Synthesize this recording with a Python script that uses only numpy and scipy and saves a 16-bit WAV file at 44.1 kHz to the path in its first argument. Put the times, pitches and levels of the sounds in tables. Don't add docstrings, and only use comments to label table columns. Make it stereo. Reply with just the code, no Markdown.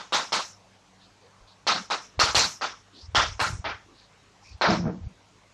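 import sys
import numpy as np
from scipy import signal
from scipy.io import wavfile
from scipy.ndimage import uniform_filter1d

SR = 44100
rng = np.random.default_rng(int(sys.argv[2]) if len(sys.argv) > 2 else 0)


def transcribe(signal):
    frames = np.atleast_2d(signal).T
    limited = np.clip(frames, -1, 1)
    pcm = np.round(limited * 32767).astype(np.int16)
    wavfile.write(sys.argv[1], SR, pcm)


def field_ratio(decibels):
    return 10 ** (np.asarray(decibels, dtype=float) / 20)


N = 244269
LEAD = SR // 5


def evened(x):
    return x / np.sqrt(np.mean(x ** 2) + 1e-20)


def read(points, hz):
    f, value = np.transpose(points)
    return np.interp(np.log(hz + 1), np.log(f + 1), value)


def hump(hz, centre_hz, octaves):
    return np.exp(-(np.log2((hz + 1) / centre_hz) / octaves) ** 2)


def add(mix, s, sound):
    part = mix[LEAD + round(s * SR):][:len(sound)]
    part += sound[:len(part)]


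def soften(x, low_hz, high_hz):
    return signal.sosfilt(signal.butter(3, [low_hz, high_hz], "bandpass", fs=SR, output="sos"), x)


def resonate(x, hz, width):
    turn = np.exp(2j * np.pi * np.cumsum(hz * np.ones(len(x))) / SR)
    r = np.exp(-np.pi * width / SR)
    return 2 * (turn * signal.lfilter([1 - r], [1, -r], x / turn + 1e-18)).real


def patches(shape, wide, long):
    field = uniform_filter1d(rng.standard_normal(shape), wide, 0)
    return evened(uniform_filter1d(field, long, 1))


def blocks(shape, count):
    values = rng.standard_normal((shape[0], shape[1] // count + 1))
    return np.repeat(values, count, axis=1)[:, :shape[1]]


def reflections(size):
    strength_db = 2.0 * np.minimum(rng.exponential(1, size), 2.5)
    return evened(rng.standard_normal(size) * field_ratio(strength_db))


def steadied(x, size):
    return evened(x / (uniform_filter1d(x ** 2, size) / np.mean(x ** 2) + .1) ** 0.45)


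# [f/Hz, level/dB per Hz]
AIR = [(15, -44), (25, -18), (42, -6.5), (70, -22), (91, -11), (126, -6), (202, -9.5), (344, -15),
       (372, -11), (824, -10.5), (1070, -9.5), (1330, -14.5), (6670, -22), (11900, -42.5), (14000, -62)]
# [f/Hz, level/dB, wander width/Hz]
HUM = [(47, -73.5, 3), (100, -66, 4), (189, -71, 4.4), (290, -76.5, 6)]


def room_tone():
    hz, frame, z = signal.stft(rng.standard_normal(N), SR, nperseg=1024, noverlap=768)
    lumps_db = read([(100, 1.8), (1000, 2.55), (5000, 1.7)], hz)[:, None] * patches(z.shape, wide=8, long=10)
    shaped = z * field_ratio(read(AIR, hz)[:, None] + lumps_db)
    hiss = signal.istft(shaped, SR, nperseg=1024, noverlap=768)[1][:N]
    t = np.arange(N) / SR
    hum = np.zeros(N)
    for f, db, width in HUM:
        wander = evened(resonate(rng.standard_normal(N), f, width))
        hum += field_ratio(db) * (np.sin(2 * np.pi * f * t) + .5 * wander)
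    return field_ratio(-59) * soften(evened(hiss), 28, 17000) + hum


def rub(length, db, hz, width, glide):
    size = round(length * SR)
    centre = hz * glide ** np.linspace(-.5, .5, size)
    grit = reflections(size)
    for _ in range(3):
        grit = resonate(grit, centre, width)
    unsteady = field_ratio(1.54 * patches((1, size), wide=1, long=300)[0])
    return field_ratio(db) * evened(grit) * np.hanning(size) ** 0.3 * unsteady


# [t/s, length/s, level/dB, f/Hz]
BUMPS = [(4.44, 0.093, -57, 2420), (1.205, 0.095, -60, 470), (1.32, 0.055, -61, 1100),
         (2.924, 0.113, -59, 304), (3.4, 0.21, -57, 362), (3.853, 0.12, -59.5, 324),
         (4.408, 0.036, -58.5, 830), (1.39, .065, -55.5, 44), (1.68, 0.16, -45, 184),
         (2.373, 0.13, -45, 171), (3.42, 0.21, -48, 158), (5.024, 0.047, -36.5, 74),
         (3.4, 0.088, -58, 70.4)]


def bump(length, db, hz):
    width_hz = 123 * (hz / 200) ** 0.57
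    return rub(length, db, hz, width_hz, glide=1.07)


PUFF_HALF = 3000

# [crest t/s, peak level/dB, f/Hz]
PUFFS = [(2.1873, -26.5, 79), (2.2397, -23, 75), (2.296, -37, 82), (2.355, -35, 86), (2.3746, -23.5, 91.5),
         (3.0436, -40.5, 74.4), (3.1444, -35, 91), (3.1814, -20.5, 75), (3.2, -29, 67), (3.2764, -33, 72),
         (3.2993, -38, 58), (3.3216, -31, 74.4), (3.423, -29, 99), (3.474, -37, 92), (3.506, -29, 92),
         (3.5347, -23.5, 90), (3.5546, -27, 83), (3.5987, -26.5, 67.5), (3.6912, -39, 71),
         (4.5202, -40, 70), (4.5534, -36, 73.5), (4.6847, -31, 95), (4.721, -26, 95), (4.8034, -27.5, 95),
         (5.071, -24, 78)]


def puff(db, hz, width_ms):
    t = np.arange(-PUFF_HALF, PUFF_HALF) / SR
    swell = .5 ** ((2000 * t / max(width_ms, 8)) ** 2)
    swing = np.cos(2 * np.pi * hz * t)
    return field_ratio(db) * swell * (swing - np.average(swing, weights=swell))


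def strong_puff(db, hz):
    return puff(db, hz, width_ms=9.5 - 0.73 * (db + 24.5))


# [t/s, length/s, level/dB]
GUSTS = [
    (1.668, .05, -49),
    (2.298, .17, -39.5),
    (3.051, .07, -43),
    (3.219, .16, -37),
    (3.62, .15, -46),
    (4.614, .06, -42),
    (4.828, .1, -35),
    (4.919, .11, -41),
]


def gust(mix, s, length, db):
    gap_s = 0.029
    for k, (late, loud, pitch) in enumerate(rng.standard_normal((12, 3))):
        at = (k + .5 + 0.16 * late) * gap_s
        if at < length:
            small = puff(db + 4 * loud, 82.5 * (1 + .12 * pitch), width_ms=14.4)
            add(mix, s + at - PUFF_HALF / SR, small)


# [t/s, force level/dB, hardness level/dB]
LEDGE = [
    (4.66, -43, 11),
    (4.69, -22, -5),
    (4.73, -27, 0),
    (4.822, -30, -17.5),
    (4.866, -25, -9.5),
    (4.89, -31, 0),
    (4.978, -41, -14.5),
    (5.02, -53.5, -7),
    (5.14, -53, -16),
]
# [f/Hz, width/Hz, level/dB]
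LEDGE_MODES = [(179.3, 27.4, 0), (323, 9, 1), (458, 56, -1), (627, 26, -6)]


def ledge():
    s, low_db, upper_db = np.transpose(LEDGE)
    t = np.arange(s[0], s[-1], 1 / SR)
    rattle = rng.standard_normal(len(t)) * (rng.random(len(t)) < 900 / SR)
    low, upper = np.zeros(len(t)), np.zeros(len(t))
    for f, width, db in LEDGE_MODES:
        ring = field_ratio(db) * evened(resonate(resonate(rattle, f, width), f, 7.5 * width))
        if f < 245:
            low += ring
        else:
            upper += ring
    upper = evened(upper) + 0.33 * evened(soften(rattle, 240, 850))
    hardness = field_ratio(np.interp(t, s, upper_db))
    sound = steadied(low, size=900) + hardness * steadied(upper, size=900)
    return s[0], field_ratio(np.interp(t, s, low_db)) * sound * signal.windows.tukey(len(t), .08)


# [t/s, length/s, level/dB, f/Hz, glide factor]
STROKES = [
    (0.989, .1, -60.5, 3900, 1.3),
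    (1.2, 0.1, -67.5, 4200, 1.1),
    (1.468, 0.078, -58, 4100, 1.1),
    (2.93, .15, -52, 4400, 1.5),
    (3.93, .15, -59.5, 4100, 1.01),
    (4.418, 0.15, -56.5, 4900, 0.79),
    (0.4, 0.13, -49.5, 6000, .95),
    (1.76, .12, -50, 5900, 0.76),
    (1.999, 0.083, -55, 5840, .95),
    (2.448, 0.12, -48, 6400, 0.88),
]


def stroke(length, db, hz, glide):
    return rub(length, db, hz, 0.48 * hz, glide)


# [f/Hz, level/dB per Hz]
BOARD = [(60, -61), (130, -10), (250, -15.5), (500, -3.5), (900, -1), (1300, -2.5), (2000, -4),
         (2800, -4.5), (4200, -4.5), (5500, -7.5), (7000, -17), (9000, -31), (11500, -43), (15000, -44)]
# [f/Hz, width/Hz, level/dB]
PANEL = [(886, 140, -8.5), (1038, 64, -13), (1301, 67, -6.5), (1387, 9.4, -9.5), (1528, 88, -12.5),
         (3470, 40, -26)]
# [f/Hz, time/s]
ROOM = [(150, 0.86), (500, 0.44), (1300, 0.44), (3000, 0.42), (5500, 0.46), (8000, 0.4), (12000, 0.59)]
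# [f/Hz, share of its cut]
CLOSING = [(300, 1.54), (800, 1.5), (1900, 1.1), (2200, 1.06), (4800, 1.66), (5200, 0.3), (6300, 0.12),
           (6700, 0.2), (9000, 0.61), (12000, 0.12)]


def tap(walls, blow_db, bright_db, ring_hz, closes_s, knock_db, thud_db, board_hz,
        valley_db, hiss_db, air_db, linger_db):
    t = np.arange(len(walls)) / SR
    dense = 0.83 * walls + 1.25 * reflections(len(walls))
    echoes = dense + sum(field_ratio(db) * evened(resonate(dense, f, w)) * 0.2 for f, w, db in PANEL)
    hz, frame, z = signal.stft(echoes, SR, nperseg=256, noverlap=192)
    hz = hz[:, None]

    colour_db = read(BOARD, hz) + bright_db * np.clip(np.log2(hz / 1700 + 1e-3), 0, 1.6)
    colour_db += 4.26 * np.exp(-((hz - ring_hz) / 350) ** 2)
    colour_db += thud_db * hump(hz, 307, 0.87)
    colour_db += 4.4 * hump(hz, board_hz, 0.23)
    colour_db += valley_db * hump(hz, 3040, 0.27)
    colour_db += hiss_db * hump(hz, 7620, 0.33)
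    colour_db += air_db * hump(hz, 11900, 0.5)

    after = np.clip(frame - closes_s, 0, None)
    cut_db = read(CLOSING, hz) * (2.65 * np.minimum(after / 0.0037, 1) + 70 * after)
    fall_db = 60 * frame / read(ROOM, hz) + cut_db - 1.04 * patches(z.shape, wide=4, long=12)
    held = np.minimum(frame, .19) - 4.2 * np.clip(frame - .21, 0, .1)
    fall_db -= linger_db * held * hump(hz, 7040, 0.58)
    bands = (3 * np.log2(1 + hz[:, 0] / 400)).astype(int)
    fall_db += 2.0 * blocks(z.shape, count=16)[bands]
    tail = signal.istft(z * field_ratio(colour_db - fall_db), SR, nperseg=256, noverlap=192)[1][:len(t)]
    tail = tail / np.std(tail[:2600])

    echo_s = 0.0062
    late = np.clip(t - echo_s, 0, None)
    build = np.where(t < echo_s, .3, 0.65 + .5 * (1 - np.exp(-late / 0.012)))
    knock = field_ratio(knock_db) * 3.46 * np.sin(2 * np.pi * 850 * t) * np.exp(-t / 0.00052)
    ring = np.sin(2 * np.pi * ring_hz * late) * np.exp(-late / .0022)
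    ring = ring * field_ratio(5.5 + bright_db + .7 * knock_db)
    return field_ratio(blow_db) * (tail * build * np.minimum(t / 0.00026, 1) + soften(knock + ring, 200, 8700))


FIRM_DB = -22
CLOSES_S, CLOSES_S_PER_DB = .11, 0.02

# [t/s, blow level/dB, brightness level/dB, chalk ring f/Hz, thud level/dB]
BOUNCES = [
    (4.6122, -20, -5, 4150, 0),
    (4.64, -25, -3.5, 1500, 2.5),
    (4.7001, -29, -.8, 5220, 15),
    (4.845, -43, -15, 1700, 10),
]


def bounce(walls, s, blow_db, bright_db, ring_hz, thud_db):
    firm = blow_db - FIRM_DB
    return tap(walls, blow_db, bright_db, ring_hz,
               closes_s=max(1.1 * CLOSES_S + CLOSES_S_PER_DB * firm, .06),
               knock_db=8 + 1.6 * bright_db,
               thud_db=thud_db,
               board_hz=700,
               valley_db=-4,
               hiss_db=-7 + .7 * thud_db,
               air_db=-9,
               linger_db=1)


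# [t/s, blow level/dB, brightness level/dB, chalk ring f/Hz, scrape level/dB]
TAPS = [(-.022, -38.5, -1, 3500, -2), (0.1232, -22, .5, 3740, 1), (0.3216, -23, 1, 4160, 2.5),
        (1.6678, -20.5, 1, 4100, -9), (1.9014, -25, -1, 3930, -2), (2.1926, -18, 1, 4340, 1.5),
        (2.3466, -18.5, 3, 4280, 4.5), (2.611, -28, -0.5, 4730, -8), (2.636, -32, -1.5, 3480, -13.5),
        (3.1483, -18.5, .5, 3250, -4), (3.3943, -23, -3.5, 4220, 14), (3.6429, -29, -6.5, 3360, -30),
        (3.68, -35, -3.5, 2200, -30)]


def board_tap(walls, s, blow_db, bright_db, ring_hz, scrape_db):
    firm = blow_db - FIRM_DB
    return tap(walls, blow_db, bright_db, ring_hz,
               closes_s=np.clip(CLOSES_S + CLOSES_S_PER_DB * firm, 0.039, .118),
               knock_db=-3 + 0.7 * firm,
               thud_db=0.5 - 0.5 * s,
               board_hz=1110 + 72 * s,
               valley_db=-0.7 - 0.16 * bright_db,
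               hiss_db=2.5 + 0.37 * scrape_db,
               air_db=scrape_db,
               linger_db=15.5 + 2.5 * scrape_db)


def scene():
    mix, walls = np.zeros(N + LEAD), reflections(20000)
    for s, length, db, hz in BUMPS:
        add(mix, s, bump(length, db, hz))
    for s, db, hz in PUFFS:
        add(mix, s - PUFF_HALF / SR, strong_puff(db, hz))
    for row in GUSTS:
        gust(mix, *row)
    add(mix, *ledge())
    for s, length, db, hz, glide in STROKES:
        add(mix, s, stroke(length, db, hz, glide))
    for rows, strike in ((BOUNCES, bounce), (TAPS, board_tap)):
        for row in rows:
            add(mix, row[0], soften(strike(walls, *row), 117, 17000))
    return np.tile(mix[LEAD:] + room_tone(), (2, 1))


def treble_edge(hz, power):
    quiet_edge_hz, knee_hz = 12500, 9500
    frames = 8
    block = np.add.reduceat(power, np.arange(0, power.shape[1], frames), axis=1) / frames
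    total_db = 10 * np.log10(block.sum(0) + 1e-20)
    treble_db = 10 * np.log10(block[(hz > 7000) & (hz < 9000)].sum(0) + 1e-20)
    rise_db = np.clip(treble_db - np.roll(treble_db, 2) - 8.5, 0, 10)
    share_db = treble_db - total_db + 27
    busy_hz = knee_hz + share_db * np.where(share_db > 0, 340, 135)
    busy_hz = busy_hz + 75 * rise_db * np.clip(total_db + 27, 0, 6.0)
    busy = np.clip((total_db + 53) / 7.0, 0, 1)
    edge_hz = np.clip(quiet_edge_hz + busy * (busy_hz - quiet_edge_hz), 6500, 15200)
    return np.repeat(edge_hz, frames)[:power.shape[1]]


# [f/Hz, level/dB under the block's total]
MASKING = [(3000, -55), (5000, -51), (7000, -50), (9000, -46.5), (11000, -57), (14000, -64)]


def camera_thinning(x):
    hz, frame, z = signal.stft(x, SR, nperseg=512, noverlap=384)
    power = abs(z) ** 2
    bins = 6
    band = np.arange(len(hz)) // bins
    band_db = 10 * np.log10(np.add.reduceat(power, np.arange(0, len(hz), bins), axis=0) + 1e-20)
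    total_db = 10 * np.log10(power.sum(0) + 1e-20)
    band_db = uniform_filter1d(band_db - total_db, size=8, axis=1)
    margin_db = (band_db + 3.0 * blocks(band_db.shape, count=8))[band] - read(MASKING, hz)[:, None]
    below_edge = np.clip((treble_edge(hz, power) - hz[:, None]) / 150, 0, 1)
    kept = np.clip(margin_db / 1.4 + .5, 0, 1) * below_edge
    return signal.istft(z * kept, SR, nperseg=512, noverlap=384)[1][:N]


# [f/Hz, side level/dB under mid]
SIDE_LEAK = [(60, -46), (120, -43), (240, -51), (470, -37.5), (940, -49), (1870, -35), (3720, -43),
             (7390, -26), (14700, 19)]


def side_error(mid):
    hz, frame, z = signal.stft(mid, SR, nperseg=1024)
    leak = field_ratio(np.minimum(read(SIDE_LEAK, hz), -15))[:, None]
    z = z * leak * np.exp(2j * np.pi * rng.random(z.shape))
    return signal.istft(z, SR, nperseg=1024)[1][:N]


def top_cut(x):
    return signal.sosfilt(signal.butter(12, 15310, fs=SR, output="sos"), x)


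def record(dry):
    mid = camera_thinning(dry[0])
    side = side_error(mid)
    return top_cut(np.array([mid + side, mid - side]))


dry = scene()
out = record(dry)
transcribe(out)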